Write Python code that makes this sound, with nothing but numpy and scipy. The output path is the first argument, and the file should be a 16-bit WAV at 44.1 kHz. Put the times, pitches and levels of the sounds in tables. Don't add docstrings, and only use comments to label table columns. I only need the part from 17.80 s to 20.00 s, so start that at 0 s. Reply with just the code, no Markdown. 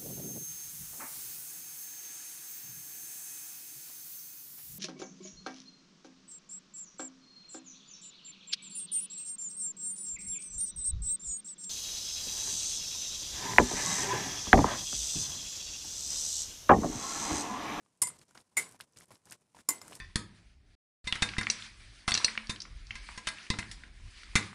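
import sys
import numpy as np
from scipy import signal
from scipy.io import wavfile

SR = 44100
rng = np.random.default_rng(int(sys.argv[2]) if len(sys.argv) > 2 else 0)


def nominal_scale(level):
    x = np.asarray(level, float) / 20
    return 10 ** x


def transcribe(signal):
    frames = np.atleast_2d(signal).T
    limited = np.clip(frames, -1, 1)
    pcm = np.round(limited * 32767).astype(np.int16)
    wavfile.write(sys.argv[1], SR, pcm)


N = 97020
T = np.arange(N) / SR


def rms_one(x):
    return x / np.sqrt(np.mean(x ** 2) + 1e-20)


def at_hz(points, hz):
    table_hz, value = np.transpose(points)
    return np.interp(np.log(hz), np.log(table_hz), value)


def filtered(x, order, hz, kind="low"):
    return signal.sosfilt(signal.butter(order, hz, kind, fs=SR, output="sos"), x)


def split_at(x, order, hz):
    low = signal.sosfiltfilt(signal.butter(order, hz, fs=SR, output="sos"), x)
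    return low, x - low


def wander(values, step):
    return np.interp(np.arange(N) / step, np.arange(len(values)), values)


def ring(clicks, hz, t60_s):
    r, w = nominal_scale(-60 / (t60_s * SR)), 2 * np.pi * hz / SR
    return signal.lfilter([0, np.sin(w)], [1, -2 * r * np.cos(w), r * r], clicks + 1e-18)


def peak(x, hz, width_hz):
    r = np.exp(-np.pi * width_hz / SR)
    feedback = [1, -2 * r * np.cos(2 * np.pi * hz / SR), r * r]
    return signal.lfilter([(1 - r * r) / 2, 0, (r * r - 1) / 2], feedback, x)


def dying(start_s, t60_s):
    swell_s = 0.0007
    out, first = np.zeros(N), int(start_s * SR)
    age_s = T[first:int((start_s + 1.5 * t60_s) * SR)] - T[first]
    out[first:first + len(age_s)] = (1 - np.exp(-age_s / swell_s)) * nominal_scale(-60 * age_s / t60_s)
    return out


def noise_bands():
    edges_hz = 30 * 2 ** np.arange(0, 9.2, 1 / 3)
    white = rng.standard_normal((2, N))
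    return [(np.sqrt(a * b), filtered(white[k % 2], 2, [a, b], "band"))
            for k, (a, b) in enumerate(zip(edges_hz, edges_hz[1:]))]


# frequency in Hz, level in dB per Hz.
HISS_SPECTRUM = [(40, -9), (140, 3), (1000, -11), (3500, -18), (8500, -13.5), (10500, -12), (12500, -28.5),
                 (16000, -30.5)]
# centre in Hz, width in Hz, added level in dB.
HISS_RESONANCES = [(1010, 83, 0.5), (5400, 570, -13)]


def flame_and_simmer():
    level_db, flicker_db, grain_db = -59, 1, 2.3
    edge_hz, above_edge_db = 10700, -7
    flicker_step, grain_step = 800, 130
    grain = wander(rng.standard_normal(N // grain_step + 2), grain_step)
    out = np.zeros(N)
    for hz, band in noise_bands():
        flicker = wander(rng.standard_normal(N // flicker_step + 2), flicker_step)
        band_db = at_hz(HISS_SPECTRUM, hz) + flicker_db * flicker + grain_db * grain * (hz > 1000)
        out += nominal_scale(band_db) * band
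    out = out + sum(nominal_scale(db) * peak(out, hz, width_hz) for hz, width_hz, db in HISS_RESONANCES)
    low, high = split_at(out, 8, edge_hz)
    return nominal_scale(level_db) * rms_one(low + nominal_scale(above_edge_db) * high)


def fine_crackle():
    ticks_per_s, level_db, spread_db = 450, -63, 3.6
    sizes = nominal_scale(level_db + spread_db * np.minimum(rng.exponential(1, N), 4))
    sizes = sizes * (rng.random(N) < ticks_per_s / SR)
    dealt = rng.integers(0, 12, N)
    return sum(ring(sizes * (dealt == k), hz, 1.7 / hz) for k, hz in enumerate(np.geomspace(2500, 13000, 12)))


def wet_pops(events, voice):
    cycles, click_db, puff_db, puff_t60_s, ratio = voice
    out, puff_noise = np.zeros(N), rng.standard_normal(N)
    for start_s, db, hz in events:
        click = np.zeros(N)
        click[int(start_s * SR)] = nominal_scale(db)
        wide_hz = [hz / ratio, min(hz * ratio, 15000)]
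        near_hz = [hz / ratio ** 0.65, min(hz * ratio ** 0.55, 14000)]
        edge = filtered(click + 1e-18, 2, wide_hz, "band")
        out += filtered(ring(click, hz, cycles / hz), 2, wide_hz, "band")
        out += nominal_scale(db + click_db) * edge / np.abs(edge).max()
        puff = rms_one(filtered(puff_noise, 2, near_hz, "band"))
        out += nominal_scale(db + puff_db) * puff * dying(start_s, puff_t60_s)
    return filtered(out, 2, 12500)


# start in seconds, peak in dB, centre in Hz.
LEAF_TICKS = [(.05, -52, 7060), (.174, -45, 9000), (0.3876, -55, 5960), (0.3892, -41.5, 8100),
              (0.3933, -49, 5050), (0.415, -49, 4430), (.432, -65, 5200), (.4537, -47, 9000),
              (0.4822, -53, 6000), (0.4917, -51, 6000), (0.5094, -42.5, 7600), (0.5502, -54, 7200),
              (0.576, -42, 5000), (.581, -58, 11500), (0.605, -47.5, 5200), (.6114, -48, 9500),
              (.8245, -36, 6540), (.8413, -41.5, 5000), (.886, -50, 12500), (.8918, -42, 8600),
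              (.9121, -43.5, 9900), (0.9225, -42.5, 8200), (0.9946, -47, 11000), (1.0088, -31, 9900),
              (1.0089, -34, 5020), (1.0117, -54, 9600), (1.0155, -42, 11400), (1.1233, -41, 10000),
              (1.1343, -46.5, 5700), (1.1719, -41, 5060), (1.1721, -42, 8800), (1.1783, -48, 8000),
              (1.1864, -39.5, 7200), (1.2029, -43, 10500), (1.2191, -50, 6800), (1.228, -65, 10500),
              (1.245, -64, 12000), (1.2563, -36.5, 9700), (1.2836, -47, 10500), (1.3068, -56, 9150),
              (1.3222, -48, 10400), (1.348, -50, 11000), (1.3552, -47.5, 5170), (1.378, -44, 10500),
              (1.4454, -54, 8750), (1.4549, -40.5, 7960), (1.4992, -42.5, 6040), (1.5096, -35, 8900),
              (1.5202, -41.5, 5040), (1.5229, -32, 9150), (1.5284, -38, 8600), (1.6107, -50, 9040),
              (1.764, -54.5, 4150), (1.793, -55, 11300), (1.8123, -72, 8900), (1.982, -47, 4830),
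              (2.0109, -46, 7500), (2.0159, -43.5, 4960), (2.0803, -38.5, 9000), (2.113, -46, 9900),
              (2.1255, -52.5, 5570),
    (2.1307, -57, 8700),
    (2.146, -52, 8900),
    (2.1529, -38.5, 9100),
    (2.1539, -47, 5500),
    (2.1622, -46, 8900),
    (2.181, -65, 12200),
]
# ring in cycles, click in dB, puff in dB, puff t60 in seconds, click width as a pitch ratio.
LEAF_TICK_VOICE = (32.0, 2.0, -5, .015, 1.7)


def leaf_ticks():
    return wet_pops(LEAF_TICKS, LEAF_TICK_VOICE)


# start in seconds, peak in dB, centre in Hz.
STALK_SNAPS = [(.0618, -43, 1200), (.4153, -48, 2580), (.278, -42, 1170), (.302, -44, 1330),
               (.5102, -44, 1460), (.553, -43.5, 1440), (.557, -44.5, 970), (.5733, -45, 1480),
               (.576, -40.5, 2010), (.946, -48, 900), (1.0024, -32.5, 1630), (1.0088, -31, 3020),
               (1.1615, -46, 2700), (1.1719, -47, 2170), (1.209, -43.5, 2030), (1.306, -47.5, 1060),
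               (1.309, -52, 676), (1.317, -50, 1000), (1.472, -48, 1800), (1.516, -40, 1680),
               (1.5205, -67, 2900), (1.523, -35.5, 2710), (1.5284, -44.5, 1620), (1.7472, -41.5, 990),
               (1.768, -43.5, 978), (1.789, -44, 1780), (2.016, -41, 1097), (2.0477, -54, 1610),
               (2.0812, -46.5, 1420), (2.111, -48, 726), (2.1228, -41, 1080), (2.13, -39, 3130)]
# ring in cycles, click in dB, puff in dB, puff t60 in seconds, click width as a pitch ratio.
STALK_SNAP_VOICE = (12.0, 1.5, -18, 0.09, 2.8)


def stalk_snaps():
    return wet_pops(STALK_SNAPS, STALK_SNAP_VOICE)


# mode frequency in Hz, partial level in dB.
PARTNER_LEVELS = [(300, -14), (1000, -8), (2100, -13), (5000, -11), (7100, -10), (9000, -7), (13000, -6)]


def steel_mode(hz, first_s, t60_s, energy):
    waver_step_s, waver_db, waver_turns, waver_onset_s = 0.011, 3.5, 0.12, 0.04
    spread_hz, fade, fade_floor_db = 95, 0.4, -2.5
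    on = energy > 0
    t, age_s = T[on], T[on] - first_s
    off_hz = spread_hz * (hz / 5000) ** 0.55 * rng.uniform(0.2, 1.8, 7) * [0, 1, -1, 1, -1, 1, -1]
    turn = rng.random(7)
    steps = rng.standard_normal((2, int(T[-1] / waver_step_s) + 2))
    onset = np.minimum(age_s / waver_onset_s, 1)
    sway, slip = (np.interp(t / waver_step_s, np.arange(len(v)), v) * onset for v in steps)
    turns = (hz + off_hz)[:, None] * t + turn[:, None] + waver_turns * slip
    waves = nominal_scale(waver_db * sway) * np.sin(2 * np.pi * turns)
    fade_db = np.maximum(-60 * fade * age_s / t60_s, fade_floor_db)
    cluster = waves[0] + nominal_scale(at_hz(PARTNER_LEVELS, hz) + fade_db) * waves[1:].sum(axis=0)
    out = np.zeros(N)
    out[on] = np.sqrt(energy[on]) * cluster
    return out


# frequency in Hz, t60 in seconds.
CLANG_TAIL_T60 = [(100, 0.93), (1000, 0.559), (5000, 0.35), (15000, 0.047)]


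def steel_clang(touch_s, touch_db, spectrum, quick_t60_s, tail_db, noise):
    coloured = np.array([nominal_scale(at_hz(spectrum, hz)) * band for hz, band in noise])
    coloured /= coloured.sum(axis=0).std()
    quick = np.sqrt(sum((nominal_scale(db) * dying(s, quick_t60_s)) ** 2 for s, db in zip(touch_s, touch_db)))
    tail = sum(band * dying(touch_s[0], at_hz(CLANG_TAIL_T60, hz)) for (hz, _), band in zip(noise, coloured))
    return quick * coloured.sum(axis=0) + nominal_scale(touch_db.max() + tail_db) * tail


def knock(touches, modes_hz, modes, clang_spectrum, levels, noise):
    touch_s, touch_db, tilt_db = np.transpose(touches)
    clang_db, quick_t60_s, tail_db, held_db, held_t60_s = levels
    scatter_db = 1.5
    out = np.zeros(N)
    for hz, (mode_db, t60_s) in zip(modes_hz, modes):
        strike_db = touch_db + mode_db + tilt_db * np.log2(np.abs(hz - 2060) / 5000 + 0.35)
        strike_db = strike_db + scatter_db * rng.standard_normal(len(touch_s))
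        energy = np.zeros(N)
        for s, db in zip(touch_s, strike_db):
            free = dying(s, t60_s)
            held = nominal_scale(held_db) * dying(s, held_t60_s)
            energy += nominal_scale(2 * db) * (free ** 2 + held ** 2)
        out += steel_mode(hz, touch_s[0], t60_s, energy)
    return out + nominal_scale(clang_db) * steel_clang(touch_s, touch_db, clang_spectrum, quick_t60_s, tail_db, noise)


# start in seconds, level in dB, brightness in dB per octave.
TOUCHES_1 = [
    (0.2174, -24, 5),
    (0.2216, -24.5, 3),
    (0.2253, -35.5, 2.5),
    (0.2328, -30.5, -5),
    (0.253, -45.5, 0),
    (0.2702, -37.5, 5.5),
    (0.272, -43, -6),
    (0.2853, -44, 7),
]
# start in seconds, level in dB, brightness in dB per octave.
TOUCHES_2 = [
    (.7682, -26, .1),
    (0.771, -24.5, .1),
    (0.779, -36, .1),
    (0.785, -34, -0.5),
    (0.82, -45, 1.7),
    (0.859, -56.5, 0.5),
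]
# start in seconds, level in dB, brightness in dB per octave.
TOUCHES_3 = [
    (1.8879, -33.5, 4.5),
    (1.8889, -26.5, 0.6),
    (1.905, -40.5, -9.5),
    (2.0153, -51, -5.5),
]
MODES_1_HZ = [975, 2073, 4850, 5250, 1090, 7190, 7930, 8371, 9087, 9415, 9640, 10610, 11100, 11650]
MODES_2_HZ = [430, 1050, 2064, 2190, 2250, 7120, 7940, 8382, 8470, 9260, 9640, 10365, 10990, 13300]
MODES_3_HZ = [295, 940, 2062, 5200, 7130, 1090, 7897, 8355, 8705, 9356, 9878, 10550, 10870, 13315]
# strength in dB, t60 in seconds.
MODES_1 = [(-16.5, 0.14), (-19.5, 0.2), (-10.5, 0.034), (-6, 0.028), (-16.5, 0.043), (-12.5, 0.15),
           (-15, 0.15), (-16, 0.2), (-10.5, 0.071), (-4, 0.071), (-16, .08), (-12.5, 0.074), (-13, 0.062),
           (-20.5, 0.035)]
MODES_2 = [(-25, 0.34), (-26, 0.32), (1, 0.1), (-0.5, 0.1), (-6.5, 0.0985), (-3, 0.11), (-13, 0.23),
           (-9.5, 0.12), (-15, 0.073), (-11.5, 0.19), (-12, 0.0885), (-9, 0.14), (-25, .12), (-12.5, 0.054)]
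MODES_3 = [(-19, 0.16), (-19, 0.23), (-14.5, 0.19), (0.5, 0.013), (0, 0.1), (-17, 0.13), (-22, 0.38),
           (-9.5, 0.068), (-16, 0.21), (-9, 0.051), (-20, 0.22), (-15.5, 0.12), (-17, 0.22), (-17, 0.16)]
# frequency in Hz, level in dB per Hz.
CLANG_1 = [(47, -42.5), (80, -7), (980, -17), (3790, -15.5), (5170, -17), (5770, -9.5), (9400, 0.5),
           (16000, -27.5)]
CLANG_2 = [(47, -59.5), (80, -12), (1630, -7), (2130, -7), (2840, -12.5), (7050, -7.5), (10700, -7),
           (16000, -40.5)]
CLANG_3 = [(47, -40), (200, -6.5), (980, -5.5), (3500, -12), (6000, -5), (8000, 1.5), (13700, -3.5),
           (16000, -30)]
# clang in dB, its quick t60 in seconds, tail in dB below it,
# extra mode strength in dB while ladle and rim touch, t60 of that in seconds.
KNOCK_LEVELS = [
    (-0.5, 0.039, -16.5, 7, 0.0054),
    (-8, 0.13, -9.5, -10.5, 0.036),
    (3.5, 0.024, -14.5, 10, 0.01),
]


def ladle_knocks():
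    noise = noise_bands()
    first = knock(TOUCHES_1, MODES_1_HZ, MODES_1, CLANG_1, KNOCK_LEVELS[0], noise)
    second = knock(TOUCHES_2, MODES_2_HZ, MODES_2, CLANG_2, KNOCK_LEVELS[1], noise)
    third = knock(TOUCHES_3, MODES_3_HZ, MODES_3, CLANG_3, KNOCK_LEVELS[2], noise)
    return first + second + third


def scene():
    leaves = fine_crackle() + leaf_ticks() + stalk_snaps()
    return (flame_and_simmer() + leaves + ladle_knocks())[None]


# opens in seconds, shuts in seconds, gain at start in dB, gain at end in dB.
GATE_OPENINGS = [(0.047, 0.08, -15.5, -17), (0.219, 0.37, 0, -2.5), (0.382, 0.434, -6, -4),
                 (0.43, .462, -12, -19), (0.481, 0.535, -9, -12.5), (0.548, 0.62, -1.5, -6.5),
                 (0.717, 0.755, -12.5, -17.5), (0.765, 0.962, -2, -3.5), (0.991, 1.043, -5, -5),
                 (1.073, 1.096, -12.5, -20), (1.13, 1.152, -16, -13), (1.163, 1.243, -3.5, -1),
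                 (1.281, 1.298, -11, -8.5), (1.307, 1.368, 2.5, -6.5), (1.449, 1.45, -10, -18),
                 (1.456, 1.556, -4, -1.5), (1.609, 1.622, -15.5, -9.5), (1.748, 1.813, -5, 0),
                 (1.886, 1.996, 0.5, -2), (2.001, 2.01, -9, -4), (2.013, 2.176, -1, 4),
                 (2.179, 2.24, -5, 6)]


def gate_gain_db():
    shut_db, open_s, close_s, shortest_s = -18, 0.002, 0.011, 0.004
    out = np.full(N, float(shut_db))
    for a, b, start_db, end_db in GATE_OPENINGS:
        b = max(b, a + shortest_s)
        opening = np.interp(T, [a - open_s, a, b, b + close_s], [shut_db, start_db, end_db, shut_db])
        out = np.maximum(out, opening)
    return out


def low_pass(x):
    return signal.sosfilt(signal.butter(12, 16580, fs=SR, output="sos"), x)


def record(dry):
    treble_hz, treble_share, top_hz = 10800, 0.3, 16900
    gain_db = gate_gain_db()
    low, high = split_at(dry, 4, treble_hz)
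    x = nominal_scale(gain_db) * (low + nominal_scale(treble_share * np.minimum(gain_db, 0)) * high)
    x = filtered(x, 1, 40, "high")
    x = signal.sosfilt(signal.cheby2(10, 60, top_hz, fs=SR, output="sos"), x)
    return low_pass(x)


dry = scene()
out = record(dry)
transcribe(out)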